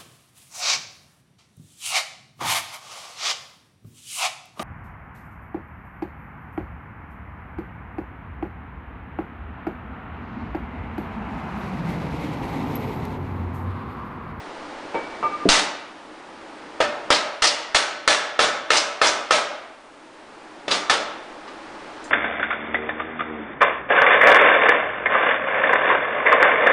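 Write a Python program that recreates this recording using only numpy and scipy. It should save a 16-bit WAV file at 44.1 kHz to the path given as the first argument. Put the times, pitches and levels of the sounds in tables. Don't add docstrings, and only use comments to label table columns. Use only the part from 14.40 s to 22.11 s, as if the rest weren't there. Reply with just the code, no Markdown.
import numpy as np
from scipy import signal
from scipy.fft import rfft, irfft, next_fast_len
from scipy.io import wavfile
from scipy.ndimage import map_coordinates
import sys
import numpy as np
from scipy import signal
from scipy.fft import rfft, irfft, next_fast_len
from scipy.io import wavfile
from scipy.ndimage import map_coordinates

SR = 44100
rng = np.random.default_rng(int(sys.argv[2]) if len(sys.argv) > 2 else 0)


def generate_wav(signal):
    frames = np.transpose(np.atleast_2d(signal))
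    scaled = np.clip(frames, -1, 1) * 32767
    pcm = np.round(scaled).astype(np.int16)
    wavfile.write(sys.argv[1], SR, pcm)


N = 339834
HIT_SAMPLES = 2 ** 15
T, HZ = np.arange(HIT_SAMPLES) / SR, np.fft.rfftfreq(HIT_SAMPLES, 1 / SR)
TOP_HZ = 10060


def amp(db):
    return 10 ** (np.asarray(db) / 20)


def unit_rms(x):
    return x / np.sqrt(np.mean(x ** 2) + 1e-20)


def along(points, hz):
    frequencies, values = np.transpose(points)
    return np.interp(np.log(hz + 1), np.log(frequencies + 1), values)


def resonances(peaks, hz):
    power = sum(abs(amp(db) ** 2 - 1) / (1 + (2 * (hz - pitch) / width) ** 2)
                for pitch, width, db in peaks)
    return np.sqrt(1 + power)


def noise(colour):
    size = 2 * (len(colour) - 1)
    in_band = np.fft.rfftfreq(size, 1 / SR) < TOP_HZ
    return unit_rms(irfft(rfft(rng.standard_normal(size)) * colour * in_band, size))


def mode(hz, t60_s):
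    return np.sin(2 * np.pi * hz * T) * amp(-60 * T / t60_s)


def attack(rise_s):
    return 1 - np.exp(-T / rise_s)


def add(track, start_s, sound):
    part = track[round(start_s * SR):][:len(sound)]
    part += sound[:len(part)]


# frequency_hz, level_db
AIR_SPECTRUM = [(28, -9), (55, -21.5), (100, -11), (140, -15), (200, -5), (290, 1.5), (420, -1), (950, -1),
                (1300, -3.5), (2000, -8.5), (5000, -20), (10000, -36)]
# pitch_hz, width_hz, boost_db
ROOM_MODES = [(316.4, 17, 5.5), (558, 8.2, 5.5), (857, 47, 3)]

def air(level_db=-34.5):
    hz = np.fft.rfftfreq(2 * next_fast_len(N // 2 + 1), 1 / SR)
    colour = amp(along(AIR_SPECTRUM, hz)) * resonances(ROOM_MODES, hz)
    return amp(level_db) * noise(colour)[:N]


# frequency_hz, t60_s
GARAGE_DECAY = [(60, 0.15), (200, 0.77), (600, 0.89), (1500, 0.8), (3000, 0.76), (5000, 0.59), (7000, 0.48),
                (10000, 0.29)]

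def room_decay(x, start_s=0):
    hz, t, spectrum = signal.stft(x, SR, nperseg=256)
    fade = amp(-60 * np.maximum(t - start_s, 0) / along(GARAGE_DECAY, hz)[:, None])
    return signal.istft(spectrum * fade, SR, nperseg=256)[1][:len(x)]


def in_room(x, wet_db):
    tail = room_decay(rng.standard_normal(HIT_SAMPLES)) * attack(0.03)
    return x + amp(wet_db) * signal.fftconvolve(x, tail / np.linalg.norm(tail))[:len(x)]


# pitch_hz, t60_s, beat_depth (0-1), level_db, family (0 or 1)
HAMMER_MODES = [(668, .25, .2, -15, 0), (910, .33, .5, 1, 0), (2285, .7, .3, -8, 0), (1100, .015, 0, 8, 1),
                (1200, .72, .95, -.5, 1), (1265, .17, .1, -3, 1), (2686, .5, .3, -23, 1)]
# start_s, tick_db, family_0_db, family_1_db
HAMMER_TOUCHES = [(0.543, -22, -23, -47), (0.828, -25.5, -25, -17), (6.312, -22.5, -24, -21)]

def hammer_clinks(beat_hz=12.4):
    out = np.zeros(N)
    beat = np.sin(2 * np.pi * beat_hz * (T - .013))
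    tick_colour = amp(along([(100, -16.5), (400, 4), (1200, -4.5), (2500, -16.5), (10000, -50)], HZ))
    for start_s, tick_db, *family_db in HAMMER_TOUCHES:
        ring = sum(amp(family_db[family] + db) * mode(hz, t60_s) * (1 + depth * beat)
                   for hz, t60_s, depth, db, family in HAMMER_MODES)
        ring = in_room(ring, wet_db=-21)
        tick = amp(tick_db - 60 * T / 0.42) * noise(tick_colour)
        add(out, start_s, (ring + tick) * attack(0.00078))
    return out


# pitch_hz, t60_s, level_db
BENCH_MODES = [(189.4, 0.12, -14.5), (297.6, 0.09, -7.5), (383, 0.018, 10), (656, 0.051, -10)]
# start_s, level_db
BENCH_BUMPS = [(1.055, 4), (1.0711, -4), (6.278, -11), (6.319, -12)]

def bench_bumps():
    out = np.zeros(N)
    wood = sum(amp(db) * mode(hz, t60_s) for hz, t60_s, db in BENCH_MODES) * attack(0.0077)
    for start_s, level_db in BENCH_BUMPS:
        add(out, start_s, in_room(amp(level_db) * wood, wet_db=-4.5))
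    sub_thump = mode(hz=9.8, t60_s=0.27) + amp(-7) * mode(hz=30, t60_s=.2)
    add(out, 1.088, amp(-9) * sub_thump)
    return out


# pitch_hz, t60_s, level_db, family (0 thud, 1 clank)
CASING_MODES = [(455, .08, -10, 0), (530, .05, 0, 0), (588, .7, -16, 0), (638, .6, -19, 0),
                (1290, .035, -2, 1), (1308, .75, -25, 1), (1760, .05, -7, 1), (2700, .03, -12, 1)]

def casing_knock(thud_db, clank_db):
    out = np.zeros(HIT_SAMPLES)
    for hz, t60_s, db, family in CASING_MODES:
        wander_hz = rng.normal(0, .5 / t60_s)
        out += amp((thud_db, clank_db)[family] + db) * mode(hz + wander_hz, t60_s)
    bass_cut = signal.butter(2, 180, "high", fs=SR)
    return signal.lfilter(*bass_cut, out * attack(0.0017))


# frequency_hz, level_db
RING_SPECTRUM = [(30, -24), (90, -25), (140, -20.5), (230, -15.5), (400, -8.5), (750, -1.74), (1400, -1.3),
                 (2200, -1), (3500, -0.6), (5500, -4), (7000, -10), (8300, -13.5), (10000, -17)]
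# pitch_hz, boost_db
CASING_PEAKS = [(245, 4), (311, 6), (466, 3), (584, 8), (638, 7), (835, 2), (913, 2), (1180, 2), (1240, 4),
                (1308, 7), (1435, 3), (1521, 4), (1795, 4), (2145, 5), (2738, 3), (2880, 3), (3440, 4),
                (3499, 5), (3598, 4), (3895, 5), (4190, 5), (4336, 5)]

def casing_colour(tilt_db_per_octave, pivot_hz=1300, width_hz=20, spread_db=2.4, spacing_hz=38):
    tilt_db = tilt_db_per_octave * np.log2(np.clip(HZ, 450, 8200) / pivot_hz)
    peaks = resonances([(hz, width_hz, db) for hz, db in CASING_PEAKS], HZ)
    ripple = map_coordinates(rng.standard_normal(2000), [HZ / spacing_hz], mode="wrap")
    crowding = np.clip(HZ / 1600, 0, 1)
    return amp(along(RING_SPECTRUM, HZ) + tilt_db + spread_db * crowding * ripple) * peaks


def chatter(per_second=120, depth=.7, decay_s=.002):
    hits = (rng.random(HIT_SAMPLES) < per_second / SR) * rng.uniform(.4, 1, HIT_SAMPLES)
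    contacts = signal.lfilter([1], [1, -np.exp(-1 / (decay_s * SR))], hits)
    return unit_rms(1 + depth * contacts)


def strike(chatter_s, tilt_db_per_octave, thud_db, clank_db, low_thump_db):
    colour = casing_colour(tilt_db_per_octave)
    fade = amp(-60 * np.maximum(T - chatter_s, 0) / 0.27)
    accent = 1 + 0.5 * np.exp(-T / 0.021)
    metal = chatter() * noise(colour) * fade * accent
    walls = amp(along([(500, 0), (1500, -1.5), (4000, -7), (9000, 0)], HZ))
    room = room_decay(noise(colour * walls), chatter_s) * attack(0.029)
    low_thump = mode(hz=27, t60_s=0.072) + amp(-7) * mode(hz=79, t60_s=0.1)
    onset = np.clip(T / 0.0031, 0, 1)
    out = (amp(-2.5) * metal + amp(-6) * room) * onset + amp(low_thump_db) * low_thump
    add(out, 0.001, casing_knock(thud_db, clank_db))
    return out


# start_s, strength_db, chatter_s, tilt_db_per_octave, clank_db
TOOL_HANDLING = [(1.088, -3, 0.081, 0, -10), (6.279, -18.5, .027, -3.5, -16), (6.307, -14, 0.045, -0.5, -5),
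                 (6.496, -7, 0.018, -1.86, 13.5)]

def tool_clatters():
    out = np.zeros(N)
    for start_s, strength_db, chatter_s, tilt, clank_db in TOOL_HANDLING:
        hit = strike(chatter_s, tilt, thud_db=-10, clank_db=clank_db, low_thump_db=-25)
        add(out, start_s, amp(strength_db) * hit)
    return out


# pitch_hz, level_db
STEEL_MODES = [(1200, -3), (1980, -3), (2220, -3), (2670, -2), (2880, -2), (3230, -3), (3499, -1),
               (3810, -1), (3895, 0), (4045, -2), (4336, -1), (4807, 5), (5060, -2), (5140, -3), (5291, 0),
               (5815, -1), (6002, 0), (6360, 1), (6645, -3), (7262, -2), (7517, 0)]
# start_s, level_db, centre_hz
STEEL_LANDINGS = [(1.098, -7, 5200), (1.118, -8.5, 5600), (2.746, -1.5, 4140), (3.043, -9, 5000),
                  (3.070, -2, 4670), (4.369, 0.5, 5150), (4.639, -17, 4200), (4.668, -2.5, 5430),
                  (6.312, -11.5, 3660), (7.077, -32, 1090), (7.64, -41.5, 7800)]

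def steel_rebounds(half_width_octaves=0.39):
    def band(hz, centre_hz):
        return 1 / (1 + (np.log2((hz + 1) / centre_hz) / half_width_octaves) ** 2)

    out = np.zeros(N)
    mode_hz, mode_db = np.transpose(STEEL_MODES)
    rings = np.array([mode(hz, t60_s=0.16) for hz in mode_hz])
    fade = amp(-60 * T / 0.08) + amp(-6 - 60 * T / .5)
    for start_s, level_db, centre_hz in STEEL_LANDINGS:
        weights = amp(mode_db + rng.normal(0, 2.5, len(rings))) * band(mode_hz, centre_hz)
        weights *= rng.choice([-1, 1], len(rings))
        jangle = weights / np.linalg.norm(weights) @ rings
        scrape = noise(band(HZ, centre_hz)) * fade
        add(out, start_s, amp(level_db) * (amp(-5.5) * scrape + amp(3) * jangle) * attack(0.00076))
    return out


# start_s, strength_db, chatter_s, tilt_db_per_octave
HAMMER_BLOWS = [(2.402, -11.5, .009, -4), (2.703, 3.5, 0.031, -2), (3.02, 0.5, 0.035, 0.24),
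                (3.345, -1, 0.024, 0.2), (3.676, 6, 0.043, -.5), (3.99, 2.5, 0.049, -1.73),
                (4.303, 2.5, 0.066, -1), (4.614, 1, 0.052, -1.5), (4.907, 2.5, 0.049, -1.6)]

def hammer_blows(seating_s=(3.5, 3.95)):
    out = np.zeros(N)
    for start_s, strength_db, chatter_s, tilt in HAMMER_BLOWS:
        seated = np.interp(start_s, seating_s, [0, 1])
        thud_db = -5 - 3.6 * tilt + 5.5 * seated
        hit = strike(chatter_s, tilt, thud_db, clank_db=5 + 8 * seated, low_thump_db=-15.5 - 10 * seated)
        add(out, start_s, amp(strength_db) * hit)
    return out


def scene():
    return (hammer_blows() + tool_clatters() + steel_rebounds() + bench_bumps()
            + hammer_clinks() + air())[None]


def running_level(x, follow_s):
    keep = np.exp(-1 / (follow_s * SR))
    return np.sqrt(signal.lfilter([1 - keep], [1, -keep], x ** 2))


def gain_control(x, threshold_db=-14, recover_s=1.43, start_duck_db=2.5):
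    over_db = 20 * np.log10(np.maximum(running_level(x, follow_s=0.015) / amp(threshold_db), 1))
    recovery = np.exp(-np.arange(N) / SR / recover_s)
    duck_db = recovery * np.maximum.accumulate(np.maximum(over_db / recovery, start_duck_db))
    return x * amp(-duck_db)


def limiter(x, ceiling_db=-11.5):
    overload = running_level(x, follow_s=0.0042) / amp(ceiling_db)
    return x / (1 + overload ** 6) ** (1 / 6)


def band_limit(x):
    size = next_fast_len(len(x) + 8192)
    hz = np.fft.rfftfreq(size, 1 / SR)
    return irfft(rfft(x, size) / (1 + (hz / TOP_HZ) ** 160), size)[:len(x)]


def record(dry):
    hiss = amp(-59) * rng.standard_normal(N)
    held = limiter(gain_control(dry[0])) + hiss
    rounded = held / (1 + np.abs(held / .8) ** 4) ** (1 / 4)
    return band_limit(rounded)[None]


dry = scene()
out = record(dry)
generate_wav(out)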